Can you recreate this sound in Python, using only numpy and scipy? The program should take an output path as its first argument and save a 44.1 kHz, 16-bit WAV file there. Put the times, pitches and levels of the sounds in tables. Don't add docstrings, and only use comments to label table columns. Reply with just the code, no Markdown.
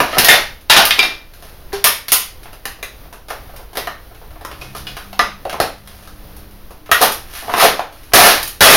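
import sys
import numpy as np
from scipy import signal
from scipy.fft import rfft, irfft, next_fast_len
from scipy.io import wavfile
from scipy.ndimage import uniform_filter1d

SR = 44100
rng = np.random.default_rng(int(sys.argv[2]) if len(sys.argv) > 2 else 0)


def file_out(sig):
    cols = np.atleast_2d(sig).T
    lim = np.clip(cols, -1, 1)
    pcm = np.round(lim * 32767).astype(np.int16)
    wavfile.write(sys.argv[1], SR, pcm)


def elevation(decibels):
    levels = np.asarray(decibels, float)
    return 10 ** (levels / 20)


N = 386316


def read(points, hz):
    f, value = np.transpose(points)
    return np.interp(np.log(hz + 1), np.log(f + 1), value)


def evened(x):
    return x / np.sqrt(np.mean(x ** 2) + 1e-20)


def coloured(x, gain):
    size = next_fast_len(x.shape[-1])
    spectrum = rfft(x, size) * gain(np.fft.rfftfreq(size, 1 / SR))
    return irfft(spectrum, size)[..., :x.shape[-1]]


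def add(mix, start_s, sound):
    part = mix[..., max(round(start_s * SR), 0):][..., :sound.shape[-1]]
    part += sound[..., :part.shape[-1]]


def spell(start_s, length_s, db):
    edge_share = 0.13
    u = (np.arange(N) / SR - start_s) / length_s
    return elevation(db) * np.clip(np.minimum(u, 1 - u) / edge_share, 0, 1)


# f/Hz, level/dB
AIR = [(27, 3.5), (50, 1), (100, -8), (200, -17.5), (500, -17.5), (1000, -22.5), (2500, -28.5),
       (6000, -26.5), (10000, -26.5), (15000, -30.5)]
# t/s, length/s, level/dB
RUMBLE = [
    (4.202, 0.7, -40.5),
    (5.0, 1.67, -48),
]
# t/s, length/s, f/Hz, level/dB
HUM = [(4.6, .4, 132, -43.5), (4.65, .32, 200.6, -48.5), (5.015, 0.4, 199.6, -46), (5.5, 1.35, 200.6, -53),
       (5.2, .8, 145, -54), (4.26, 0.76, 312, -52.5), (6.0, .6, 307, -55.5), (6.75, .4, 303, -52),
       (7.7, 0.64, 305, -58)]


def air():
    air_db = -43.5
    drift = uniform_filter1d(uniform_filter1d(rng.standard_normal(N), 5000), 5000)
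    hiss = evened(coloured(rng.standard_normal(N), lambda hz: elevation(read(AIR, hz))))
    tone = elevation(air_db) * elevation(2.0 * evened(drift)) * hiss
    rumble = evened(coloured(rng.standard_normal(N), lambda hz: hz / (1 + (hz / 70) ** 4)))
    tone += elevation(-4) * sum(spell(*row) for row in RUMBLE) * rumble
    machine_s = np.cumsum(1 + 0.013 * evened(uniform_filter1d(rng.standard_normal(N), 6000))) / SR
    for start_s, length_s, hz, db in HUM:
        tone += spell(start_s, length_s, db - 1.5) * np.sin(2 * np.pi * hz * machine_s)
    return tone


# f/Hz, t60/s
WALLS = [(100, 0.48), (500, 0.29), (2000, 0.37), (5000, 0.35), (12000, 0.28)]


def workshop(moving, still):
    count, spacing, turn_samples = 4, 10, 200
    taps = np.zeros((count, SR))
    slots = np.arange(60, SR - 10, spacing)
    at = slots + rng.integers(0, spacing, (count, len(slots)))
    np.put_along_axis(taps, at, rng.choice([-1., 1.], at.shape), 1)
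    hz, t, z = signal.stft(taps, SR, nperseg=256)
    decay = elevation(-60 * t / read(WALLS, hz)[:, None])
    tails = signal.istft(z * decay, SR, nperseg=256)[1]
    tails = tails[:, :SR // 2] / np.linalg.norm(tails[0])
    which = np.arange(count)[:, None]
    turn = (np.arange(N) / turn_samples - which) % count - 1
    shares = np.cos(np.pi / 2 * np.clip(turn, -1, 1))
    sends = moving * shares + still * (which == 0)
    return signal.oaconvolve(sends, tails, axes=1).sum(0)[:N]


# f/Hz, level/dB
CRACK = [(30, -8), (120, -6.5), (300, -9), (600, 0), (2000, -6.5), (4500, -7.5), (7500, -6.5),
         (11000, -10.5), (16000, -26)]
SHADES = (650, 1900, 4500, 11500)


def shade_gains(hz):
    weights = [read(np.c_[SHADES, row], hz) for row in np.eye(len(SHADES))]
    gains = elevation(read(CRACK, hz)) * np.array(weights)
    return gains / np.sqrt(np.mean(gains ** 2, axis=1, keepdims=True))


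def shades(x):
    return np.array([evened(part) for part in coloured(x, shade_gains)])


# f/Hz, width/Hz, level/dB
FRAME = [(400, 140, -0.5), (588, 32, -4.5), (663, 14, 5), (838, 28, 1.5), (1200, 85, -2.5), (1770, 200, -4),
         (2440, 37, -13.5)]
# t start/s, t peak/s, hold/s, level/dB, fall/(dB/s)
TUMBLES = [
    (.02, .32, 0.021, -9, 288),
    (.69, .7, .02, -12, 75.5),
]
FUMBLES = [
    (1.3, 1.45, .02, -43, 80),
    (4.2, 4.49, .6, -46.5, 300),
    (5.7, 5.9, 0.16, -44, 59.7),
]
DRAGS = [
    (6.97, 7.03, .003, -8, 430),
    (7.42, 7.5, .04, -29, 300),
    (7.53, 7.61, 0.037, -5, 500),
]
SKIDS = [
    (7.24, 7.36, 0.0079, -26, 160),
    (7.9, 7.93, 0.19, -46.5, 895),
]
SHATTERS = [
    (8.134, 8.136, .132, -1, 210),
    (8.3, 8.33, .01, -21, 130),
    (8.607, 8.609, .2, -0.5, 200),
]
# strokes, boom/dB, sizzle/dB
SHAKEN = [(TUMBLES, -7.5, -8), (FUMBLES, -5.5, 1.9), (DRAGS, -3.5, -2), (SKIDS, -15.5, 0.97), (SHATTERS, -7.5, -1)]


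def rattle():
    ticks_per_s, rise_db = 2500, 23.5
    grit = elevation(4.5 * np.minimum(rng.exponential(1, N), 4)) * (rng.random(N) < ticks_per_s / SR)
    grit *= rng.choice([-1, 1], N)

    def frame(hz):
        return 1 + 0.91 * sum(elevation(db) / (1 + 2j * (hz - f) / width) for f, width, db in FRAME)

    parts = shades(coloured(grit, frame))
    out, t = np.zeros(N), np.arange(N) / SR
    for strokes, boom_db, sizzle_db in SHAKEN:
        power = np.zeros(N)
        for start_s, peak_s, hold_s, db, fall_db_per_s in strokes:
            swell_db = rise_db * np.maximum(peak_s - t, 0) / (peak_s - start_s)
            fall_db = fall_db_per_s * np.maximum(t - peak_s - hold_s, 0)
            power += (t >= start_s) * elevation(2 * (db - swell_db - fall_db))
        mixed = elevation(-9.5 + np.array([boom_db, -6.5, -3, sizzle_db])) @ parts
        out += np.sqrt(power) * mixed
    return out


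def ring(hz, db, t60_s, split_share):
    rise_s = 0.0025
    t = np.arange(SR // 2) / SR
    fade = elevation(-60 * t / np.clip(0.5 * t60_s, .02, .42)) * np.minimum(t / rise_s, 1)
    main = np.sin(2 * np.pi * hz * t)
    split = np.sin(2 * np.pi * hz * 1.021 * t) + 0.93 * np.sin(2 * np.pi * hz * 0.86 * t)
    return elevation(db + 18) * (main + split_share * split) * fade / np.linalg.norm(fade)


# f/Hz, level/dB, t60/s
FLOOR = [(69.7, -3, .65), (137.7, 0.9, 0.26), (290, 2.5, .4)]
SCRAP = [(385, -13.5, 0.94), (787, -2.5, 0.504), (888, -1.2, 0.28), (1262, -11.5, 0.49), (1450, 1, .16),
         (1817, 1.5, 0.21), (1900, 0.5, 0.24), (2110, 4, 0.22), (2370, -8, 0.33), (2850, -10.5, .1),
         (3200, -1.5, .05), (3494, 0, 0.094), (3647, 3.5, 0.21), (3930, -4, 0.13)]
CHASSIS = [(214, -17, .2), (400, -2, 0.222), (474, -1.5, .2), (537, 1, 0.18), (655, -13, .22),
           (752, 2.5, 0.14), (817, -4, 0.15), (904, -6.5, .18), (973, -3, 0.17), (1236, -0.9, 0.15),
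           (1426, -7.5, .2), (1808, 3.5, 0.067), (1950, -7, .13), (3580, -10, .2)]
PANEL = [(715, -3, 0.24), (1200, 0, .3), (1400, -4.5, 0.27), (1740, -1, .25), (1943, -1.5, .3),
         (2120, -6, .2), (2450, -10, .25), (3644, -13, .15), (4129, -12, .2), (5281, -16, .2)]
# t/s, level/dB, centre f/Hz and spread/octaves of the woken modes
FLOOR_HITS = [
    (.002, -18.5, 221, .8),
    (.182, -20.5, 130, 0.66),
    (5.601, -25, 140, 0.45),
    (6.913, -25.5, 90, .5),
    (8.136, -17, 99.3, 0.92),
    (8.608, -20.5, 99.6, .8),
]
SCRAP_HITS = [(.127, -28.5, 2000, 0.65), (.286, 0.1, 2050, 0.28), (.287, -1, 3500, 0.13),
              (.701, -4, 3300, .3), (.7, -0.5, 982, 0.18), (.765, -2.5, 780, 0.16), (.79, -6, 800, 0.41),
              (.766, -1, 3480, 0.11), (.906, -8, 3300, 0.39), (0.992, -2, 3000, 0.2), (0.992, -4, 385, .3)]
CHASSIS_HITS = [(2.653, -26, 1900, 0.26), (7.575, -11.5, 1100, .25), (7.605, -7, 1100, .25),
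                (7.64, -7, 1000, .3), (8.18, -7, 720, .2), (8.23, -7, 720, 0.19), (7.03, -9.5, 750, .3),
                (7.625, -8, 750, .25), (7.645, -6, 600, .2), (7.67, -8, 600, .2),
                (3.306, -21.5, 1000, 0.37), (3.771, -19.5, 546, 0.44), (3.875, -21, 1270, 0.54),
                (4.748, -25, 1200, 0.091), (5.455, -14.5, 642, 0.22), (5.601, -14.5, 735, 1),
                (6.706, -38, 520, 0.22), (6.915, -3, 1300, 0.13), (6.917, 0.5, 655, 0.036),
                (7.011, -9.5, 604, 0.28), (7.793, -9.5, 865, 0.14)]
PANEL_HITS = [
    (5.193, -9, 1340, 0.54),
    (5.21, -14, 1300, .5),
    (6.915, -7, 1740, .3),
    (6.944, -11, 1700, .3),
    (2.828, -24, 2100, 0.27),
    (0.00204, -15, 800, .5),
]
# t/s, level/dB, f/Hz, t60/s
CHIPS = [(.991, -8, 2400, 0.1), (0.82, -14, 3817, .2), (.907, -9, 4780, .06), (.907, -10, 2500, .15),
         (.992, -13, 4600, .3), (1.028, -10, 3700, .08), (.992, -12.5, 4720, .1), (0.86, -16, 1217, .29),
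         (1.865, -14, 1200, .12), (1.731, -20.5, 780, .4), (2.653, -28, 794, .29), (2.653, -34, 2700, .9),
         (2.12, -14, 4900, .08), (2.122, -13, 4450, .2), (2.13, -23, 1026, .5), (1.87, -13, 1800, .1),
         (4.45, -30.5, 1900, .08), (4.615, -27, 2510, .07), (4.868, -23.5, 2900, 0.16),
         (4.868, -26, 3400, .06), (4.97, -31, 1250, 0.34), (2.654, -27, 1870, .06), (2.654, -27, 3000, .06),
         (4.869, -23, 4900, 0.06)]
# t/s, level/dB, f/Hz, t60/s
SHELL = [(1.732, -9.5, 399, .62), (.991, 1.5, 2374, .7), (.991, -3.5, 2390, .5), (.991, -5, 2300, .2),
         (.25, -6, 1879, .7), (.288, -4, 1879, .6), (.295, -1, 2120, .6), (.294, -1, 3526, .5),
         (.31, -7, 1448, .5), (.318, -2, 1900, .5), (.325, -5, 3560, .5), (.132, -14, 1290, .7),
         (.13, -26, 3100, .4), (6.915, -1.5, 1880, .25), (6.916, -6, 1600, .2), (6.915, -5, 1280, .25),
         (6.945, -5, 1900, .25), (6.945, -9, 1440, .3), (6.915, -8, 3700, .2), (5.193, -11, 716, .3),
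         (5.193, -8, 1200, .45), (5.193, -10, 1739, .25), (5.193, -9, 1970, .4), (5.193, -15, 4200, .15),
         (5.193, -17, 5300, .12), (2.828, -22, 2050, .3), (2.828, -23, 2420, .2), (2.828, -31, 1160, .25),
         (.907, -13, 3817, .4), (.7, -7, 950, .2), (7.625, -8, 680, .3), (7.65, -8, 680, .2),
         (8.2, -6, 680, .4), (8.26, -6, 690, .3)]


def rings():
    cracked, whole = 0.61, 0.3
    bodies, chips, shell = np.zeros((3, N))
    struck = ((FLOOR, FLOOR_HITS), (SCRAP, SCRAP_HITS), (CHASSIS, CHASSIS_HITS), (PANEL, PANEL_HITS))
    for modes, hits in struck:
        sounds = np.array([ring(*mode, cracked) for mode in modes])
        modes_hz = np.array(modes)[:, 0]
        for start_s, db, centre_hz, octaves in hits:
            woken = np.exp(-.5 * (np.log2(modes_hz / centre_hz) / octaves) ** 2)
            add(bodies, start_s, elevation(db) * woken @ sounds)
    for start_s, db, hz, t60_s in CHIPS:
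        add(chips, start_s, ring(hz, db, t60_s, whole))
    for start_s, db, hz, t60_s in SHELL:
        add(shell, start_s, ring(hz, db, t60_s, 0))
    return bodies, chips, shell


# t/s, level/dB, body boom/dB, brightness/dB
CRUNCHES = [
    (0.1297, -15, -1.5, -22),
    (0.2844, 0, -2, 7),
    (1.0296, -13.5, -4, -4),
    (3.284, -31, 5, 6),
    (3.7534, -26, 5, 4.5),
    (4.7497, -28.5, 3, 5.5),
    (7.014, -13.5, 6, 14.5),
    (7.022, -14, 7, 7.5),
    (8.6066, -1, -3.5, 3),
]
SMACKS = [(0.002, -6.5, 5, -3), (0.183, -5, -15, 10), (2.0825, -23, -10, 12), (3.3025, -24, 3, 1),
          (3.7709, -19.5, 1, 7.5), (4.5137, -26.5, 1, -5), (4.9673, -23.5, -4, 0.5),
          (5.4954, -22.5, -3, 1.5), (5.616, -30.5, -6, 13), (6.892, -34, 12.5, -8), (6.9143, -4, -14, 4),
          (6.944, -15, -11, -3), (7.1197, -31, -14, 22), (7.481, -28, 13, -27), (7.4944, -28, 14, -34),
          (7.598, -8, -5, 0.5), (7.612, -8, -5, 0), (1.869, -14.5, -3.5, 5), (8.12, -28.5, 3, -8),
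          (8.1352, -2, 0, 8)]
CLANGS = [
    (0.6981, 3, -12.5, -1.5),
    (0.7642, 0.5, -3, -0.5),
    (0.9887, -10.5, -37, -8),
    (1.729, -21.5, 0, 2),
    (4.6128, -34, 7.5, 6.5),
    (4.8681, -25.5, -4, -2),
]
CRACKS = [
    (0.9075, -9.5, -15, -2.5),
    (0.991, -10.5, -25, -5),
    (5.192, -12, 2, -4),
    (1.028, -18.5, -15, -2.5),
    (2.119, -15.5, -15, 5),
]
SNAPS = [(0.169, -18, 6.5, -30.5), (0.246, -11, -14.5, 17), (1.042, -35.5, -16, 8),
         (1.722, -30.5, -23, -25), (2.456, -30, -2, -38), (2.6543, -24, 1, 10.5), (2.8278, -20, -1, 3),
         (3.8716, -21.5, 4.5, -1.5), (4.4488, -27.5, 6.5, 5.5), (4.765, -38, -9, 15),
         (4.781, -38, -9.5, 11.5), (7.362, -35.5, -16, 7), (5.1295, -29, -3, 1), (5.452, -28, 9.5, -4),
         (5.528, -23.5, 11.5, -0.5), (5.5417, -26.5, 9.5, -20), (5.874, -34.5, -14, 7.5),
         (0.8524, -15, -6, 15.5), (8.429, -28, -20, 21.5), (8.4763, -38, -11, 27)]
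TICKS = [
    (.177, -14.5, 8.1, -32),
    (0.985, -32, 19.3, 13),
    (5.601, -13.5, 11.2, 4.5),
    (7.538, -10, 2, -10),
    (7.794, -19.5, 3.6, -5.5),
    (7.499, -24.5, 3, -12),
    (7.684, -15, 3, -5.5),
    (5.213, -19, 0.1, -5),
    (5.613, -19.5, 4, -0.5),
]
CRUMBS = [(.61, -47, -11, 12), (1.3362, -39, -21, 7), (1.4242, -36, 5, 6), (2.4317, -37.5, -11, 8),
          (2.53, -37, 4, 7.5), (2.789, -54, 18, 6), (3.054, -42, 6.5, -19), (3.493, -43, 14, -12),
          (3.5374, -51, 22, -2), (3.5622, -37.5, -12, 11), (3.592, -51, 23, -10), (3.7314, -39.5, 9, 8.5),
          (4.1111, -47.5, 15, -17), (4.1474, -40, -5, 2), (4.2153, -42.5, 12.5, -14),
          (4.3066, -43.5, 10, 4), (4.3572, -40, 9, -18), (4.4104, -37.5, 10.5, 3), (4.6982, -41, -18, -14),
          (6.0741, -37, 5, 6), (6.3662, -46, 4, 17.5), (6.7061, -43.5, 14, 9.5), (6.86, -35, -13.5, 0.5),
          (7.425, -42, 21, -30), (8.033, -43.5, -3, 10.5), (5.78, -50.5, -5, 13), (6.51, -55, -7.5, 18),
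          (7.925, -44, 9, 10.5)]
RIPS = [
    (1.8412, -5, -4, 13.7),
    (2.1189, -8, -7.5, 17.3),
    (3.1267, -34, 8, 6.6),
]
# contacts, contact time/s, extra snap/dB
KINDS = [(CRUNCHES, 0.017, 0.1), (SMACKS, 0.01, 0.1), (CLANGS, 0.022, 6.1), (SNAPS, 0.0055, 0.1),
         (TICKS, 0.0036, 0.1), (CRUMBS, 0.011, -0.84), (RIPS, 0.016, -4), (CRACKS, 0.001, 9.5)]
CLEAN_SHARE = (1.01, 1.01, .75, 0.47)


def knocks():
    snap_share = 0.66
    force, ticks = np.zeros((2, len(SHADES), N))
    t = np.arange(SR // 4) / SR
    for rows, contact_s, snap_db in KINDS:
        clean = min(0.041 + 1.13 / (1 + (contact_s / 0.0039) ** 2), .98)
        clean = clean * np.clip(np.c_[list(CLEAN_SHARE)], 0, 1)
        crunch = np.exp(-t / contact_s) * np.minimum(t / 0.0003, 1)
        crunch /= np.linalg.norm(crunch)
        for start_s, db, boom_db, bright_db in rows:
            level = elevation(db + np.c_[[boom_db, 0, snap_db + snap_share * bright_db, bright_db]])
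            add(force, start_s, level * np.sqrt(1 - clean) * crunch)
            add(ticks, start_s, level * np.sqrt(clean))

    def bending(hz):
        return np.exp(-2j * np.pi * 0.002515 * (hz - 2 / 3 * hz * np.sqrt(hz / 16000)))

    ticks = coloured(ticks, lambda hz: shade_gains(hz) * bending(hz))
    return elevation(14.0) * (ticks + force * shades(rng.standard_normal(N))).sum(0)


def scene():
    hits = coloured(knocks() + rattle(), lambda hz: (1j * hz / (1j * hz + 180)) ** 2)
    bodies, chips, shell = rings()
    wet = workshop(hits + elevation(-5.5) * bodies, elevation(-2.5) * chips)
    mono = elevation(-2.0) * hits + elevation(-1.5) * (bodies + chips) + shell + wet + air()
    return np.array([mono, mono])


def top_cut(x):
    return signal.sosfilt(signal.butter(12, 15990, fs=SR, output="sos"), x)


# f/Hz, side minus mid level/dB
SIDE_SHARE = [(60, -34), (150, -21.5), (380, -37), (1000, -33), (5500, -26.5), (7800, -21), (9500, -25),
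              (15000, -25)]


def record(dry):
    shadow_hz, shadow_share, edge_hz = 7750, 0.92, 15950
    port = coloured(dry[0], lambda hz: 1 + shadow_share * np.exp(-1j * np.pi * hz / shadow_hz))
    mid = np.clip(port, -.95, .95)
    flicker = evened(uniform_filter1d(rng.standard_normal(N), size=600))
    side = flicker * coloured(mid, lambda hz: elevation(read(SIDE_SHARE, hz)))
    pair = coloured(np.array([mid + side, mid - side]), lambda hz: hz < edge_hz)
    mix = np.clip(pair, -1, 1)
    return top_cut(mix)


dry = scene()
out = record(dry)
file_out(out)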